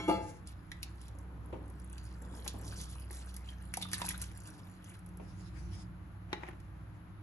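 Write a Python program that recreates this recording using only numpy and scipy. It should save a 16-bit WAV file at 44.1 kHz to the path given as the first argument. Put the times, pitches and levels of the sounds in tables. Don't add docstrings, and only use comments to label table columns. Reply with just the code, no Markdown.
import sys
import numpy as np
from scipy import signal
from scipy.fft import rfft, irfft, next_fast_len
from scipy.io import wavfile
from scipy.ndimage import map_coordinates

SR = 44100
rng = np.random.default_rng(int(sys.argv[2]) if len(sys.argv) > 2 else 0)


def dump(signal):
    limited = np.clip(np.atleast_2d(signal).T, -1, 1)
    pcm = np.round(limited * 32767).astype(np.int16)
    wavfile.write(sys.argv[1], SR, pcm)


N = 318798
TOP_HZ = 12900

# pitch_hz, likeness (0 to 1)
ALIKE = [(60, 1), (130, 0.85), (280, 0.95), (590, 0.18), (1260, 0.15), (2700, 0.047), (5500, 0.028),
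         (8000, 0.99), (11000, 0.87), (12500, 0.99)]
# pitch_hz, level_db
FIZZ = [(2500, -45), (5000, -15), (7000, 6), (8800, 10.5), (10500, 10), (12500, 16)]
# pitch_hz, level_db
KNOCK_BODY = [(120, -8), (260, -5), (340, 6.5), (470, -5), (600, 2), (830, 6.5), (1100, 0), (1400, -1),
              (1900, 1), (2800, -1), (3600, -9.5), (4300, -14), (6500, -11.5), (9000, -19), (12000, -13)]


def amp(db):
    return 10 ** (np.asarray(db) / 20)


def unit(x):
    return x / np.sqrt(np.mean(x ** 2) + 1e-20)


def along(points, hz):
    point_hz, value = np.transpose(points)
    return np.interp(np.log(hz + 1), np.log(point_hz + 1), value)


def curves(rows):
    s, *columns = np.transpose(rows)
    return [np.interp(np.arange(N) / SR, s, column) for column in columns]


def wobble(rate):
    knots = rng.standard_normal(int(N * rate / SR) + 4)
    return map_coordinates(knots, [np.arange(N) * rate / SR])


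def fading(db, t60):
    return amp(db - 60 * np.arange(SR // 2) / SR / t60)


def filtered(x, response):
    n = x.shape[-1]
    m = next_fast_len(n + SR // 2)
    return irfft(rfft(x, m) * response(np.fft.rfftfreq(m, 1 / SR)), m)[..., :n]


def shaped(x, spectrum):
    return unit(filtered(x, lambda hz: amp(along(spectrum, hz))))


def add(track, s, sound):
    part = track[..., max(0, round(s * SR)):][..., :sound.shape[-1]]
    part += sound[..., :part.shape[-1]]


def add_grains(when, grains, span):
    places = (when * span).astype(int) + np.arange(grains.shape[1])
    return np.bincount(places.ravel(), grains.ravel(), span)


def diffuse(response, size=N):
    def mid_and_side(hz):
        turn = np.arccos(np.clip(along(ALIKE, hz), -1, 1)) / 2
        return response(hz) * np.array([np.cos(turn), np.sin(turn)])

    mid, side = filtered(rng.standard_normal((2, size)), mid_and_side)
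    return np.array([mid + side, mid - side]) / np.std(mid)


def burst(response, t60, size=4096):
    hz = np.fft.rfftfreq(size, 1 / SR)
    phase, spread = rng.uniform(-np.pi, np.pi, (2, len(hz)))
    spread = spread * np.sqrt(np.clip(1 - along(ALIKE, hz), 0, 1)) / 2
    noise = irfft(np.exp(1j * (phase + np.array([spread, -spread]))))
    noise = noise * amp(-60 * np.arange(size) / SR / t60)
    log_gain = np.log(response(np.abs(np.fft.fftfreq(size, 1 / SR))) + 1e-5)
    colour = np.exp(np.conj(signal.hilbert(log_gain)))
    puff = irfft(rfft(noise) * colour[:len(hz)])
    return puff / np.abs(puff).max()


def room(x):
    # pitch_hz, t60_s (time to fall 60 dB)
    echo_times = [(200, 0.63), (1000, 0.35), (4000, 0.34), (11000, 0.084)]
    hz, t, noise = signal.stft(rng.standard_normal((2, SR // 2)), SR, nperseg=256)
    fade = amp(-60 * t / along(echo_times, hz)[:, None])
    balance = np.sqrt(np.clip(1 + np.outer([1, -1], along(ALIKE, hz)), 0, 2))[..., None]
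    mid, side = signal.istft(noise * fade * balance, SR, nperseg=256)[1]
    tail = np.pad([mid + side, mid - side], ((0, 0), (SR // 250, 0)))
    return signal.fftconvolve(np.atleast_2d(x), tail / np.linalg.norm(tail[0]), axes=1)[:, :N]


def from_pot(x, wall_db, wall_t60, room_db):
    t = np.arange(SR // 16) / SR
    walls = diffuse(np.ones_like, size=len(t)) * amp(-60 * t / wall_t60) * (t > 1 / 1500)
    echoes = signal.fftconvolve(x[None], walls / np.linalg.norm(walls[0]), axes=1)[:, :N]
    return x + amp(wall_db) * echoes + amp(room_db) * room(x)


def bubbles(rate, low_hz, high_hz, cycles, spread_db, size):
    when, pitch, strength = rng.random((int(rate * N / SR), 3)).T[..., None]
    turns = low_hz * (high_hz / low_hz) ** pitch * np.arange(size) / SR
    age = np.minimum(turns / cycles, 2)
    level = amp(-spread_db * np.log(strength + 0.0035) - 30 * turns / cycles)
    tones = level * np.sin(2 * np.pi * turns * (1 + 0.092 * age))
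    return unit(add_grains(when, tones, N)[:N])


def uneven(x):
    depth_db, width_hz, hold_s = 5, 520, .065
    hz, t, spectrum = signal.stft(x, SR, nperseg=512)
    where = np.meshgrid(hz / width_hz, t / hold_s, indexing="ij")
    knots = rng.standard_normal([int(axis.max()) + 2 for axis in where])
    gain = amp(depth_db * np.clip(map_coordinates(knots, where), -2, 2))
    return signal.istft(spectrum * gain, SR, nperseg=512)[1][:N]


def ring(hz, envelope, flutter_db):
    t = np.arange(SR // 2) / SR
    knots = np.linspace(0, t[-1], 36)
    flutter = lambda: np.interp(t, knots, rng.standard_normal(len(knots)))
    swell, slip = np.array([[flutter() for _ in hz] for _ in range(2)])
    phase, offset = rng.uniform(-np.pi, np.pi, (len(hz), 2)).T[..., None]
    offset = offset * np.sqrt(np.clip(1 - along(ALIKE, hz), 0, 1)) / (2 * np.pi)
    angle = 2 * np.pi * hz * t + phase + slip / 2 + np.array([offset, -offset])
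    modes = envelope * amp(flutter_db * swell) * np.sin(angle)
    return modes.sum(1) * (1 - np.exp(-t / 0.00043))


def stirring():
    # start_s, level_db
    push_curve = [(.8, -85), (1.1, -60), (1.42, -57.5), (1.545, -53.5), (1.72, -60.5), (2.07, -71),
                  (2.22, -55.5), (2.45, -56), (2.52, -56.5), (2.56, -56.5), (2.66, -52.5), (2.88, -64.5),
                  (3.4, -65.5), (4.1, -70), (4.6, -58), (4.9, -96), (5.2, -57)]
    # start_s, level_db
    churn_curve = [(.55, -76), (.75, -77), (.97, -69), (1.31, -81.5), (1.6, -71), (1.95, -64.5),
                   (2.12, -69), (2.4, -55), (2.6, -64), (2.83, -59.5), (3.0, -57.5), (3.4, -60),
                   (3.68, -65), (3.85, -57), (4.08, -52), (4.2, -58), (4.7, -66.5), (5.2, -78)]
    # pitch_hz, level_db
    slosh_colour = [(150, -12.5), (300, 8.5), (600, 1), (900, 3), (1400, 4.5), (2200, -39), (4000, -31),
                    (9000, -61)]
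    squelch_colour = [(600, -27), (1200, 1), (2000, -10), (3400, -7.5), (5000, -4.5), (7500, -14.5),
                      (12000, -32)]
    slosh_db, squelch_db, fizz_db = -1.5, -4.5, 0.5

    (push_db,), (churn_db,) = curves(push_curve), curves(churn_curve)
    churn = amp(churn_db + 2.5 * wobble(8.7))
    in_broth = np.interp(np.arange(N) / SR, [.3, .45, 5.12, 5.25], [0, 1, 1, 0])
    swish = lambda: unit(amp(3 * wobble(45)) * rng.standard_normal(N))
    clumps = unit(amp(3 * wobble(26)))
    gurgle = bubbles(rate=900, low_hz=200, high_hz=1800, cycles=4, spread_db=1.3, size=700)
    grains = bubbles(rate=700, low_hz=1500, high_hz=8000, cycles=10, spread_db=3, size=250)
    pops = bubbles(rate=450, low_hz=5200, high_hz=12500, cycles=8, spread_db=4.3, size=100)
    slosh = shaped(gurgle + swish() / 2, slosh_colour) * amp(push_db + slosh_db + 1.5 * wobble(18))
    squelch = shaped(uneven(grains + swish() / 3), squelch_colour) * amp(squelch_db)
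    fizz = shaped(uneven(pops + swish() / 3), FIZZ) * amp(fizz_db)
    broth = slosh + churn * clumps * (squelch + fizz) + crackle()
    return from_pot(in_broth * broth, wall_db=-7, wall_t60=.03, room_db=-13)


def crackle(count=90, size=400):
    # middle_s, level_db (before trims), pitch_hz, length_s
    lumps = [(0.495, -60.5, 4470, 0.091), (1.042, -64, 4300, 0.15), (1.216, -69, 1400, 0.095),
             (1.999, -73, 5000, 0.064), (2.485, -52, 4370, 0.082), (2.62, -59.5, 1830, 0.057),
             (2.677, -52, 6100, 0.11), (2.736, -55.5, 4080, 0.056), (2.784, -48.5, 6430, 0.061),
             (2.827, -49, 5960, 0.081), (2.862, -63, 6040, 0.068), (2.917, -56.5, 5500, 0.082),
             (3.006, -70, 4200, 0.058), (3.156, -55.5, 6560, .14), (3.154, -62, 2140, .12),
             (3.22, -59, 4500, 0.047), (3.295, -59, 5450, 0.055), (3.349, -62, 6100, 0.036),
             (3.396, -72, 5500, 0.063), (3.493, -58.5, 3670, .11), (3.826, -49.5, 3800, 0.064),
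             (3.943, -47, 3000, 0.061), (4.011, -47, 1810, 0.11), (4.06, -48, 7000, 0.052),
             (4.082, -58, 2400, 0.051), (4.108, -54, 2060, 0.045), (4.11, -50.5, 7000, 0.079),
             (4.149, -55, 1840, 0.048), (4.15, -76, 6000, 0.072), (4.218, -56, 5940, 0.038),
             (4.22, -53, 1800, 0.076), (4.253, -59, 7000, 0.075), (4.298, -64, 3580, 0.045),
             (4.476, -57, 7500, 0.042), (4.55, -64, 6000, 0.053), (4.593, -61, 4440, 0.031),
             (4.899, -60, 2600, 0.11), (4.948, -60, 3600, 0.029)]
    tick_db, fizz_db = -0.5, -2
    scatter_octaves, life_cycles = 0.46, 13.3
    showers, swell = np.zeros(N), np.zeros(N)
    for s, db, pitch_hz, length_s in lumps:
        span = int(length_s * SR)
        when = rng.beta(2.5, 2.5, (count, 1))
        pitch, strength = np.clip(rng.standard_normal((2, count, 1)), -2, 2)
        tick_hz = np.minimum(pitch_hz * 2 ** (scatter_octaves * pitch), TOP_HZ)
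        turns = tick_hz * np.arange(size) / SR
        ticks = amp(4 * strength - 40 * turns / life_cycles) * np.sin(2 * np.pi * turns)
        shower = add_grains(when, ticks, span)
        add(showers, s - length_s / 2, amp(db + tick_db) * unit(shower) / 2)
        add(swell, s - length_s / 2, amp(db + fizz_db) * np.hanning(span))
    pops = bubbles(rate=1500, low_hz=5200, high_hz=12500, cycles=8, spread_db=3, size=100)
    return showers + swell * shaped(pops, FIZZ)


def splashes():
    # start_s, level_db, brightest_hz
    drops = [(0.473, -34, 6300), (0.7171, -33.5, 2300), (0.83, -21, 4300), (1.015, -43, 6660),
             (1.082, -41, 6600), (1.187, -45.5, 7400), (1.6797, -49, 9500), (1.6997, -48, 10000),
             (1.799, -45.5, 7500), (1.899, -46, 9500), (1.981, -41, 3260), (2.2215, -43.5, 9500),
             (2.353, -45, 8700), (2.3752, -46, 10000), (2.445, -42, 7350), (2.478, -20.5, 4400),
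             (2.613, -42, 9400), (2.678, -49, 7000), (2.7783, -44, 6500), (2.8133, -29, 6000),
             (2.899, -40, 10000), (2.998, -40.5, 9500), (3.1109, -33.5, 9100), (3.129, -37, 7000),
             (3.342, -37, 9200), (3.365, -29, 10700), (3.7395, -23.5, 7100), (3.742, -31, 5000),
             (3.771, -20.5, 8300), (3.8154, -28.5, 2850), (3.824, -25, 3540), (3.8874, -41, 3000),
             (3.916, -34, 7000), (3.9325, -18, 6000), (3.942, -23, 4070), (3.951, -31, 4200),
             (4.0174, -24.5, 3000), (4.0516, -28.5, 6600), (4.062, -29, 7500), (4.089, -18.5, 9200),
             (4.093, -43, 9000), (4.108, -30, 8000), (4.097, -31, 2090), (4.112, -36, 2000),
             (4.148, -45, 1800), (4.24, -36, 3500), (4.315, -42, 2520), (4.178, -33, 10400),
             (4.1982, -38, 10400), (4.2162, -23, 9300), (4.2228, -25.5, 9800), (4.3747, -38.5, 10400),
             (4.4036, -45, 5700), (4.4353, -45.5, 11000), (4.474, -37, 6500), (4.5025, -42, 10560),
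             (4.8434, -42.5, 6850), (4.896, -44, 10500), (4.941, -53, 7500), (4.991, -47.5, 10400),
             (5.0624, -43.5, 11200), (5.089, -47, 11300), (5.172, -45, 11000), (6.488, -43, 11000),
             (6.6018, -46.5, 4530)]
    # start_s, level_db (before trims), pitch_hz (at first), t60_s
    air_pockets = [(0.717, -35, 1930, 0.038), (2.957, -44.5, 1010, .015), (3.488, -41, 3120, 0.028),
                   (3.739, -25.5, 2220, 0.011), (3.7736, -27, 720, 0.011), (3.826, -26, 3570, 0.02),
                   (3.853, -36.5, 1185, 0.028), (3.9344, -26.5, 1750, 0.018), (3.987, -41, 1600, .015),
                   (4.018, -23.5, 964, 0.032), (4.044, -37, 870, 0.04), (4.084, -33.5, 2480, 0.021),
                   (4.106, -33.5, 1970, 0.022), (4.144, -40, 1460, 0.024)]
    wet = [(300, -48), (1100, -16), (2300, 6.5), (6000, 5.0), (12000, 14.0), (14000, -38.5)]  # (Hz, dB)
    click_s, click_db = 0.014, -20.5

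    smacks, plops, t = np.zeros(N), np.zeros(N), np.arange(SR // 10) / SR
    band = lambda centre, octaves: lambda hz: 1 / (1 + (np.log2(hz / centre + 0.0007) / octaves) ** 2)
    for s, db, bright_hz in drops:
        colour = lambda hz: band(bright_hz, octaves=1.1)(hz) * amp(along(wet, hz))
        add(smacks, s, amp(db) * burst(colour, t60=.007)[0])
        for offset in rng.uniform(-.5, 1, size=4):
            click = burst(colour, t60=0.012, size=1024)[0]
            add(smacks, s + click_s * offset, amp(db + click_db - 13 * abs(offset)) * click)
    for s, db, pitch_hz, t60 in air_pockets:
        tone = np.sin(2 * np.pi * pitch_hz * t * (1 + 2 * t)) * amp(-60 * t / t60)
        add(plops, s, amp(db - 2) * tone)
        add(plops, s, amp(db - 6) * burst(band(pitch_hz, octaves=0.45), t60=0.02)[0])
    return from_pot(smacks + plops, wall_db=-2, wall_t60=0.04, room_db=-10)


def knocks():
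    # start_s, level_db, dull_above_hz
    contacts = [(2.4634, -32, 2000), (3.107, -41, 1790), (6.3297, -19.5, 9000), (6.4343, -30.5, 2100),
                (6.4863, -34.5, 1710)]
    # pitch_hz, level_db, t60_s
    pot_modes = [(344, -4.5, 0.053), (766, -7, 0.014), (860, -3.5, 0.065), (1916, -5.5, 0.043),
                 (2140, -14, 0.047), (2650, -28, 0.027), (2790, -11, 0.026), (3800, -10, .025),
                 (6340, -17, 0.033)]
    ring_db, rebound_s, rebound_db = -9.5, .0028, -7.5

    blows = np.zeros((2, N))
    hz, mode_db, t60 = np.transpose(pot_modes)[..., None]
    for s, db, dull_hz in contacts:
        soft = lambda f: 1 / np.hypot(1, (f / dull_hz) ** 2)
        colour = lambda f: amp(along(KNOCK_BODY, f)) * soft(f)
        rebound_colour = lambda f: colour(f) / np.hypot(1, f / 3500)
        add(blows, s, amp(db) * burst(colour, t60=.014))
        add(blows, s + rebound_s, amp(db + rebound_db) * burst(rebound_colour, t60=0.04))
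        pot_ring = ring(hz, soft(hz) * fading(mode_db, t60), flutter_db=-5.0)
        add(blows, s, amp(db + ring_db) * pot_ring)
    return blows + amp(-11.5) * room(blows)


def drag():
    # start_s, level_db
    drag_curve = [(6.26, -100), (6.31, -56), (6.36, -60), (6.4, -66), (6.43, -51), (6.5, -58.5),
                  (6.54, -68), (6.7, -100)]
    drag_db, = curves(drag_curve)
    slips = unit(amp(4 * wobble(160)))
    return amp(drag_db) * slips * diffuse(lambda hz: amp(along(KNOCK_BODY, hz)) / np.hypot(1, hz / 2600))


def thuds():
    # start_s, level_db
    bottom_bumps = [(1.526, -31.5), (1.54, -36.5), (2.541, -38.5), (5.197, -36.5)]
    # pitch_hz, level_db
    bump_colour = [(90, 0.5), (170, 1.5), (300, 2), (650, -2.5), (950, -8.5), (1500, -26), (2600, -21),
                   (5000, -45)]
    bumps = np.zeros((2, N))
    for s, db in bottom_bumps:
        bump = burst(lambda f: amp(along(bump_colour, f)), t60=0.12)
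        onset = 1 - np.exp(-np.arange(bump.shape[-1]) / SR / 0.00073)
        add(bumps, s, amp(db) * bump * onset)
    return bumps + amp(-9.0) * room(bumps)


def rub():
    # start_s, level_db (before the wobble)
    wipe_curve = [(5.12, -108), (5.24, -63.5), (5.45, -69.5), (5.6, -60.5), (5.72, -63.5), (5.83, -63.5),
                  (5.92, -108)]
    # pitch_hz, level_db
    rub_colour = [(2000, 4.5), (3500, -2), (5000, 4), (7000, -1), (8500, -6.5), (10400, 3), (12000, -23)]
    wipe_db, = curves(wipe_curve)
    noise = diffuse(lambda hz: amp(along(rub_colour, hz)))
    hiss = np.array([uneven(side) for side in noise])
    return amp(wipe_db + 4.5 * wobble(27)) * unit(hiss)


def cookware():
    # start_s, level_db
    rattle = [(.0815, -15), (.0885, -10), (.0922, 0), (.0975, -4), (.1050, -6), (.1145, -4), (.1310, -12)]
    # pitch_hz, tapped_level_db, set_down_level_db, t60_s (once it stands)
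    vessel_modes = [(188.2, -56.5, -51.5, 1), (257, -68, -60, 0.3), (311.3, -51, -35.5, 0.27),
                    (377.6, -52.5, -37, 0.16), (472, -76.6, -54, 0.63), (505, -70, -54, 0.5),
                    (529, -63, -48, 0.46), (669, -56, -45, 0.37), (782, -70, -54, 0.33),
                    (856, -60, -41, 0.43), (940, -72, -52, 0.3), (1040, -59, -75, .3),
                    (1215, -62, -45, 0.36), (1328, -60, -52, 0.32), (1380, -64, -75, 0.6),
                    (1550, -63, -80, .3), (1610, -78, -61.5, 0.74), (1750, -64, -73, 1),
                    (2020, -72, -69, 0.6), (2125, -76, -61, 0.6), (2190, -48, -62, 0.58),
                    (2310, -60.5, -62.5, 0.53), (2540, -80, -84, .22), (2700, -69, -75, .3),
                    (2697, -78, -60.5, 0.57), (2802, -68, -52.5, 0.25), (3000, -67, -88, .2),
                    (3290, -57.5, -83, .55), (3407, -79, -52, 0.28), (3550, -67, -79, .2),
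                    (3900, -72, -82, .3), (4200, -80, -64, 0.3), (4165, -69, -64, 0.42),
                    (4520, -72, -66, 0.36), (4750, -72, -59, 0.32), (4960, -88, -73, .5),
                    (5400, -70, -87, .3), (5455, -69, -74, .45), (6033, -73, -89, .35),
                    (6650, -73, -80, .35), (7050, -68, -77, .35), (7250, -69, -68, .35)]
    # pitch_hz, level_db
    blow_colour = [(100, -26), (200, -9), (330, 0), (450, -9), (560, -5), (850, -4), (1100, -18),
                   (1350, -15), (1800, -36), (2700, -27), (4000, -38), (11000, -42)]
    grate_colour = [(500, -15), (1700, -11), (3000, -5), (4500, -3.5), (7000, 3), (10500, -1.5),
                    (12500, -7.5)]
    tap_t60_s, landing_s, choke_db_per_s = 0.62, 0.076, 130

    blows, metal, t = np.zeros((2, N)), np.zeros((2, N)), np.arange(SR // 2) / SR
    for s, db in rattle:
        add(blows, s, amp(db - 17.5) * burst(lambda f: amp(along(blow_colour, f)), t60=0.0081))
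    landed = np.maximum(t - landing_s, 0)
    choke, build = amp(-choke_db_per_s * landed), 1 - np.exp(-landed / 0.016)

    def envelope(tap_db, landing_db, t60):
        tapped = fading(tap_db, tap_t60_s) * choke
        standing = amp(landing_db - 60 * landed / t60) * build
        return np.hypot(tapped, standing)

    hz, tap_db, landing_db, t60 = np.transpose(vessel_modes)[..., None]
    add(metal, 0, ring(hz, envelope(tap_db + 6.5, landing_db + 13.0, t60), flutter_db=4.5))
    high_hz = rng.uniform(5500, 11800, size=(60, 1))
    add(metal, 0, ring(high_hz, envelope(tap_db=-80.5, landing_db=-63.5, t60=0.25), flutter_db=8.5))
    grate = np.interp(np.arange(N) / SR, [.08, .1, .3, .42], [0.29, 0.99, 1.0, 0.078])
    grate = grate * amp(-61.5 + 2.8 * wobble(40))
    grating = grate * diffuse(lambda f: amp(along(grate_colour, f)))
    return blows + metal + amp(-8.5) * room(blows) + amp(-13.5) * room(metal) + grating


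def kitchen():
    # start_s, level_db
    hum_curve = [(0.0, -54), (0.2, -47.5), (0.3, -62), (0.54, -49), (0.72, -65), (0.78, -49), (3.3, -45.5),
                 (3.72, -48), (3.87, -66), (4.0, -53), (4.23, -44.5), (4.73, -73), (5.19, -50),
                 (5.33, -56.5), (5.64, -44.5), (5.96, -55), (6.82, -51.5), (7.23, -66)]
    # start_s, pitch_hz, level_db
    whir_curve = [(0, 186, -94), (1.6, 184.7, -72.5), (2.3, 186.5, -51), (3.0, 187.4, -65.5),
                  (4.05, 181.3, -49.5), (4.5, 183.4, -60), (5.4, 179.8, -50), (7.2, 178.1, -73.5)]
    # pitch_hz, width_hz, level_db
    room_modes = [(43.5, 9.8, -5), (97.8, 21.6, 5), (123.7, 2.7, 0.5), (156.9, 20.2, -4), (182.2, 20, -6),
                  (269.2, 5.7, -11), (309.3, 21.3, -10), (345, 20.5, -14)]
    # pitch_hz, level_db
    air_colour = [(20, -1), (60, 2.5), (200, 0), (420, -11.5), (750, -8), (1400, -9), (2200, -17),
                  (3200, -24.5), (4200, -28.5), (6300, -40), (8500, -45), (11000, -27), (13000, -24.5)]

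    hum_db, = curves(hum_curve)
    hum_hz = 61.9 + .5 * wobble(3.91)
    hum = amp(hum_db + 3.5) * np.sin(2 * np.pi * np.cumsum(hum_hz) / SR)
    modes = lambda f: sum(amp(db) / (1 + (2 * (f - hz) / width) ** 2) for hz, width, db in room_modes)
    rumble = amp(-50 - 2 * wobble(2.84)) * diffuse(modes)
    whir_hz, whir_db = curves(whir_curve)
    whir_level = amp(whir_db + 3.3 * wobble(8.8))
    whir = whir_level * np.sin(2 * np.pi * np.cumsum(whir_hz + 1.05 * wobble(6)) / SR)
    air = amp(-58.5) * diffuse(lambda hz: amp(along(air_colour, hz)))
    return hum + rumble + whir + air


def scene():
    return stirring() + splashes() + knocks() + drag() + thuds() + rub() + cookware() + kitchen()


def record(dry):
    # pitch_hz, left_lead_radians, left_minus_right_db
    port_table = [(60, 0, -1.2), (350, 0, -.5), (850, .6, 3), (2000, 1.3, 1.5), (3500, 2.1, -1.5),
                  (4000, 4.1, -3), (5000, 4.8, -4), (6100, 6.2, -2), (7200, 4.6, 1), (8600, 3.1, 0),
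                  (9500, 2, 0), (10300, .6, 0), (11200, 0, 0)]
    # pitch_hz, level_db
    mic_colour = [(20, -8), (45, -0.5), (11200, -0.5), (12000, -14), (12900, -52)]
    port_hz, lead, balance_db = np.transpose(port_table)
    half = np.array([[.5], [-.5]])

    def response(hz):
        phase = np.exp(1j * half * np.interp(hz, port_hz, lead))
        balance = amp(half * np.interp(hz, port_hz, balance_db))
        return phase * balance * amp(along(mic_colour, hz)) * (hz < TOP_HZ)

    return filtered(dry, response)


dry = scene()
out = record(dry)
dump(out)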